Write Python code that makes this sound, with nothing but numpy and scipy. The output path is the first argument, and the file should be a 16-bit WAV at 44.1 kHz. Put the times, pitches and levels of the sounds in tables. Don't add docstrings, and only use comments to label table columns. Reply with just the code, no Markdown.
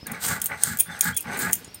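import sys
import numpy as np
from scipy import signal
from scipy.fft import rfft, irfft, next_fast_len
from scipy.io import wavfile
from scipy.ndimage import uniform_filter1d, map_coordinates

SR = 44100
rng = np.random.default_rng(int(sys.argv[2]) if len(sys.argv) > 2 else 0)


def master_out(mix):
    frames = np.transpose(np.atleast_2d(mix))
    ceiling = np.clip(frames, -1, 1)
    pcm = np.round(ceiling * 32767).astype(np.int16)
    wavfile.write(sys.argv[1], SR, pcm)


def undo_db(level):
    steps = np.asarray(level, float) / 20
    return 10 ** steps


N = 79380
T = np.arange(N) / SR


def unit(x):
    return x / np.sqrt(np.mean(x ** 2) + 1e-20)


def filtered(x, response):
    m = next_fast_len(len(x) + 8192)
    spectrum = rfft(x, m) * response(np.fft.rfftfreq(m, 1 / SR))
    return irfft(spectrum, m)[:len(x)]


def colour(points):
    f, db = np.transpose(points)
    return lambda hz: undo_db(np.interp(np.log(hz + 1), np.log(f), db))


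def resonant(peaks):
    def response(f):
        total = 0
        for k, (centre, width, db) in enumerate(peaks):
            band = 1j * f * width
            total = total + (-1) ** k * undo_db(db) * band / (centre * centre - f * f + band)
        return total
    return response


def wobble(rate_hz):
    return map_coordinates(rng.standard_normal(int(N * rate_hz / SR) + 4), [T * rate_hz])


def grit(per_s, spread_db):
    hits = (rng.random(N) < per_s / SR) * rng.uniform(-0.68, 1, N)
    return hits * undo_db(spread_db * np.minimum(rng.exponential(size=N), 2))


def swell(rows, layer, top, pointed):
    power = 0
    warp = np.log(.5) / np.log(np.clip(top, .1, .9))
    for start, length, *db in rows:
        u = np.clip((T - start) / length, 0, 1) ** warp
        power = power + (undo_db(db[layer]) * np.abs(np.sin(np.pi * u)) ** pointed) ** 2
    return np.sqrt(power)


def yard():
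    # f/Hz, level/dB per Hz
    air = [(24, -51), (55, 15.5), (237, 7), (1210, -2.5), (2770, 0.5), (3060, -1.5), (5440, -3),
           (6330, -14), (16000, -17.5)]
    noise = unit(filtered(rng.standard_normal(N), colour(air)))
    return undo_db(-50 + 0.86 * wobble(8.8)) * noise


def walls(x):
    t60_s = 0.16
    tail = filtered(rng.standard_normal(SR // 3), lambda f: 1 / (1 + f / 6000))
    tail = tail * undo_db(-60 * T[:SR // 3] / t60_s)
    return signal.fftconvolve(np.pad(x, (200, 0)), tail / np.linalg.norm(tail))[:N]


def chicks():
    # start/s, fall begins/s, end/s, top f/Hz, end f/Hz
    peeps = [
        (-.002, .04, .106, 5200, 3050),
        (.862, .92, 1.0, 3550, 2280),
        (1.128, 1.168, 1.218, 3390, 2380),
        (1.68, 1.715, 1.83, 5650, 4700),
        (1.712, 1.755, 1.765, 4620, 4550),
        (1.222, 1.245, 1.255, 5200, 5150),
    ]
    peep_db = [-52, -50, -45, -56.5, -58, -54.5]
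    rise_s, rise_share = .006, .12
    fade_db, flutter_db, waver_hz = 4, 3.5, 20
    out = 0
    for (start, knee, end, top_hz, end_hz), db in zip(peeps, peep_db):
        down = np.sin(np.pi / 2 * np.clip((T - knee) / (end - knee), 0, 1)) ** 2
        rise = 1 - rise_share * np.exp(-np.abs(T - start) / rise_s)
        pitch_hz = top_hz * rise - (top_hz - end_hz) * down
        edge = np.clip(np.minimum(3 * (T - start), end - T) / 0.017, 0, 1)
        phase = 2 * np.pi * np.cumsum(pitch_hz + waver_hz * wobble(150)) / SR
        gain = undo_db(db - fade_db * down + flutter_db * wobble(69.53))
        out = out + np.sqrt(2) * edge * gain * np.sin(phase)
    return out


def thuds():
    # t/s, level/dB
    nudges = [
        (0.03, -32),
        (0.267, -29),
        (1.678, -35),
    ]
    out = 0
    for s, db in nudges:
        v = np.clip(T - s, 0, 1) / 0.0012
        out = out + undo_db(db) * 5.4 * v * (1 - v / 2) * np.exp(-v)
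    return out


def loose_bangle():
    # t/s, f/Hz, level/dB, t60/s
    loose = [(.118, 10940, -40.5, 0.078), (0.458, 8580, -24.5, 0.043), (.803, 13690, -34, .1),
             (0.804, 8600, -32, 0.054), (1.0077, 11130, -26, 0.061), (1.206, 13100, -32, .08),
             (1.535, 13900, -19, 0.089), (1.646, 6850, -41.5, .08), (1.745, 13800, -35, 0.057),
             (.772, 2300, -49, .05), (.789, 2410, -41, .08), (.806, 2425, -33.5, 0.061),
             (0.791, 3430, -38, 0.028), (.808, 3300, -27, 0.022), (1.009, 3280, -28.5, 0.036),
             (1.012, 2390, -33, 0.075), (1.166, 2210, -40, .05), (1.177, 2485, -38.5, 0.086),
             (.417, 3180, -30.5, 0.025), (1.0095, 5300, -42, .02), (.145, 2226, -30, 0.065),
             (.518, 2090, -26, 0.046), (1.744, 8960, -33, 0.06)]
    out = 0
    for s, hz, db, t60_s in loose:
        decay = (T > s) * undo_db(db - 60 * np.abs(T - s) / t60_s)
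        out = out + decay * np.sin(2 * np.pi * hz * (T - s))
    return out


def bangles():
    # t/s, peak/dB, brightness/dB per octave, decay factor,
    # free f/Hz
    clinks = [(0.0681, -16, 1.5, 0.94, 14000), (0.117, -18, 0.5, 0.9, 8600), (0.2358, -20, -23, 0.76, 8350),
              (0.2619, -13, -5, 2.4, 8600), (0.2817, -12.5, -8.5, 5.1, 8200),
              (0.4003, -28, -10, 0.74, 9530), (0.4162, -8.5, -3, 0.79, 12500),
              (0.4192, -14.5, -0.5, 1, 9600), (0.426, -24, 2, 0.8, 9900), (0.4411, -12.5, 5, 1.5, 9700),
              (0.4512, -24, 9, 0.6, 14000), (0.458, -6.5, -2, 0.65, 9700), (0.463, -8.5, 4, 1.2, 8750),
              (0.4671, -16.5, 0, 0.8, 8750), (0.635, 2.5, -3, 0.7, 9000), (0.7714, -15, -1, 0.89, 14700),
              (0.7881, -8, 5.5, 0.96, 9700), (0.7949, -4, 10, 0.79, 14500), (0.7993, -7.5, -4, 0.62, 8750),
              (0.8022, -3, 1.5, 1.4, 9400), (0.8049, -2.5, 10, 1.3, 9600), (0.811, -15.5, 5, 1.2, 13600),
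              (0.8146, -17, 4, 1.6, 13700), (0.842, -35, -5, 0.7, 7500), (0.8475, -42, -6, 0.6, 7000)]
    later_clinks = [(0.9908, -22.5, 1, 1.9, 9800), (1.009, 1, -11.5, 0.46, 6830), (1.0135, -7, 6, 1.3, 9100),
                    (1.042, -11, 19, 0.7, 15000), (1.0446, -12, 12, 0.5, 15400), (1.1447, -26, -3, 1.4, 7400),
                    (1.1658, -11, 2, 1.7, 12600), (1.1683, -7, 4, 1.8, 8910), (1.1737, -12, -9, 1.5, 12600),
                    (1.1795, -12, 7, 1.1, 11000), (1.2068, -14, 3.5, 1.1, 9800), (1.225, -31, -11, 0.87, 7500),
                    (1.2287, -34, -11, 0.8, 7800), (1.3708, -20, 0, 4.2, 7000), (1.3898, -12, 3, 5.8, 9050),
                    (1.5103, -21, 0, 2.5, 9790), (1.5235, -18, -5, 1.1, 9530), (1.5308, -2.5, -1.5, 0.57, 7430),
                    (1.538, -12, -12, 0.39, 9600), (1.5536, -15, 1, 0.64, 9700), (1.6157, -49, 7, 1.6, 9400),
                    (1.6447, -29.5, -15, 1.2, 8940), (1.6763, -40, -20, 0.73, 8600),
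                    (1.7442, -30, -5.5, 2.3, 9200)]
    # f/Hz, level/dB
    glass = [(3300, -12), (5300, -40), (6600, -3.5), (7300, -14), (8900, 4), (9550, 5.5), (11090, 0),
             (12450, -4.5), (13400, 5.5), (14350, -18), (15700, 1)]
    # f/Hz, level/dB
    crack_points = [(2000, -3), (3300, -14.5), (4500, -20.5), (6500, -5.5), (9000, 3), (11500, -11.5),
                    (15500, 1.5)]
    held_t60_s, t60_spread = .018, .25
    crack_db, crack_t60_s = 1.5, .018
    free_db, free_t60_s = -12, 0.03
    ring_db, rough_db, scatter_db, detune = -11, 2, 3, .008
    out, t = np.zeros(N + SR), np.arange(SR // 5) / SR
    hz, mode_db = np.transpose(glass)[:, :, None]
    for s, peak_db, bright, ring, free_hz in clinks + later_clinks:
        draw, noise = rng.standard_normal((4, len(hz), 1)), rng.standard_normal((2, len(t)))
        slow = t / np.clip(ring, .2, 4)
        tilt_db = lambda f: bright * np.log2(np.maximum(f, 6000) / 10000)

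        fall_db = 60 * slow / (held_t60_s * np.exp(t60_spread * draw[3]))
        gains = undo_db(mode_db + tilt_db(hz) + scatter_db * draw[0] - fall_db)
        tones = (gains * np.sin(2 * np.pi * hz * (1 + detune * draw[1]) * t + 2 * draw[2])).sum(0)

        chatter = unit(uniform_filter1d(noise[1], size=60))
        crack = unit(filtered(noise[0], lambda f: colour(crack_points)(f) * undo_db(tilt_db(f))))
        crack = crack * undo_db(crack_db + 2.5 * chatter - 60 * slow / crack_t60_s)

        free = undo_db(free_db - 60 * slow / free_t60_s) * np.sin(2 * np.pi * free_hz * t)
        clink = undo_db(ring_db + rough_db * chatter) * tones + crack + free
        clink = clink * (1 - np.exp(-t / 0.00096))
        out[round(s * SR):][:len(t)] += undo_db(peak_db) * clink / np.abs(clink).max()
    return filtered(out[:N], lambda f: 1 / (1 + (2600 / (f + 1)) ** 6))


def strokes(layer, push_top, pull_top, pointed):
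    # start/s, length/s, grind/dB, hiss/dB, rumble/dB
    pushes = [
        (.19, 0.23, -31.5, -29.5, -35.5),
        (.6, 0.19, -33, -32.5, -35),
        (1.01, 0.13, -27, -31, -30.5),
        (1.37, 0.16, -28.5, -31, -34.5),
    ]
    pulls = [
        (.05, 0.18, -38, -51.5, -41),
        (.4, 0.09, -46, -48, -47.5),
        (.48, 0.1, -35.5, -50.5, -43.5),
        (.53, 0.17, -45.5, -45.5, -57),
        (.85, 0.18, -36.5, -44.5, -43),
        (1.23, 0.2, -33.5, -41.5, -38),
        (1.52, 0.19, -56, -58, -51),
    ]
    return swell(pushes, layer, push_top, pointed), swell(pulls, layer, pull_top, pointed)


def slab_rocking(slips):
    # start/s, length/s, level/dB
    rocks = [
        (.04, 0.12, -46),
        (1.27, 0.27, -38),
        (1.5, 0.19, -47.5),
    ]
    # f/Hz, width/Hz, level/dB
    hollow_modes = [(238.4, 9.2, 7), (336, 28, -8), (385, 14, -1.5), (486, 23, -6)]
    hollow = lambda f: resonant(hollow_modes)(f) / (1 + (f / 700) ** 4)
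    return unit(filtered(slips[::-1], hollow)) * swell(rocks, 0, top=0.44, pointed=0.77)


def slab_rumble(slips):
    # f/Hz, width/Hz, level/dB
    slab = [(85.2, 15, -4.5), (142, 45, -3.5), (196, 53.5, -0.5), (236.5, 36, -2.5)]
    drive = slips * np.hypot(*strokes(2, 0.53, 0.32, pointed=2.22)) * undo_db(1.3 * wobble(29.3))
    deep = lambda f: resonant(slab)(f) / (1 + (60 / (f + 1)) ** 4) / (1 + (f / 500) ** 2)
    return filtered(drive, deep) / np.std(filtered(slips, deep))


def powder_hiss(judder):
    # f/Hz, level/dB per Hz
    powder = [(1290, -8), (2200, -15), (3470, -3.5), (4490, -1), (5620, -6.5), (8370, 5.5), (10100, -6.5),
              (15100, 0), (16000, -18)]
    # f/Hz, width/Hz, level/dB
    slide = [(4000, 870, 4.5), (6230, 260, 8), (8270, 610, 7.5), (14000, 1800, -6.5)]
    spread_db = 1.5
    crumbs = unit(grit(8100, spread_db)) + undo_db(13) * grit(260, spread_db)
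    push, pull = strokes(1, 0.38, 0.57, pointed=1.78)
    crushing = unit(filtered(crumbs, colour(powder))) * push
    sliding = unit(filtered(crumbs[::-1], resonant(slide))) * pull
    return (crushing + sliding) * undo_db(1.75 * judder + 2.0 * wobble(41.3))


def stone_grind(slips, judder):
    # f/Hz, width/Hz, level/dB
    stone = [(474, 155, -12), (870, 121, -5), (1203, 113, -9.5), (1363, 83, -4), (1456, 200, -3),
             (1624, 141, 4), (1693, 220, 0), (2030, 400, -1), (2204, 724, -6.5)]
    contact_shift = 0.054
    notch_hz, notch_width_hz, notch_depth = 983, 108, 0.5
    steep = lambda f: resonant(stone)(f) / (1 + (f / 3000) ** 2) * f / (f + 300)
    notch = lambda f: 1 - notch_depth * np.exp(-((f - notch_hz) / notch_width_hz) ** 2)
    low = filtered(slips, lambda f: steep(f * (1 + contact_shift / 2)))
    high = filtered(slips, lambda f: steep(f * (1 - contact_shift / 2)))
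    place = wobble(8.9)
    ringing = unit(filtered(low * np.cos(place) + high * np.sin(place), notch))
    lumps_db = 1.5 * judder + 0.8 * wobble(26)
    return ringing * np.hypot(*strokes(0, 0.52, 0.45, pointed=1.28)) * undo_db(lumps_db)


def muller():
    judder = wobble(70.94)
    slips = unit(grit(per_s=2500, spread_db=2.5))
    return stone_grind(slips, judder) + powder_hiss(judder) + slab_rocking(slips) + slab_rumble(slips)


def scene():
    near = chicks() + thuds() + loose_bangle() + bangles() + muller()
    return (yard() + undo_db(-12) * walls(near) + near)[None]


def low_pass(x):
    return signal.sosfilt(signal.butter(12, 17150, fs=SR, output="sos"), x)


def record(dry):
    top_hz, edge_hz, low_hz = 15950, 45, 55

    def band(hz):
        top = np.maximum((1 - np.tanh((hz - top_hz) / edge_hz)) / 2, undo_db(-36))
        return top / (1 + (low_hz / (hz + 1)) ** 4)
    return low_pass(filtered(dry[0], band)[None])


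dry = scene()
out = record(dry)
master_out(out)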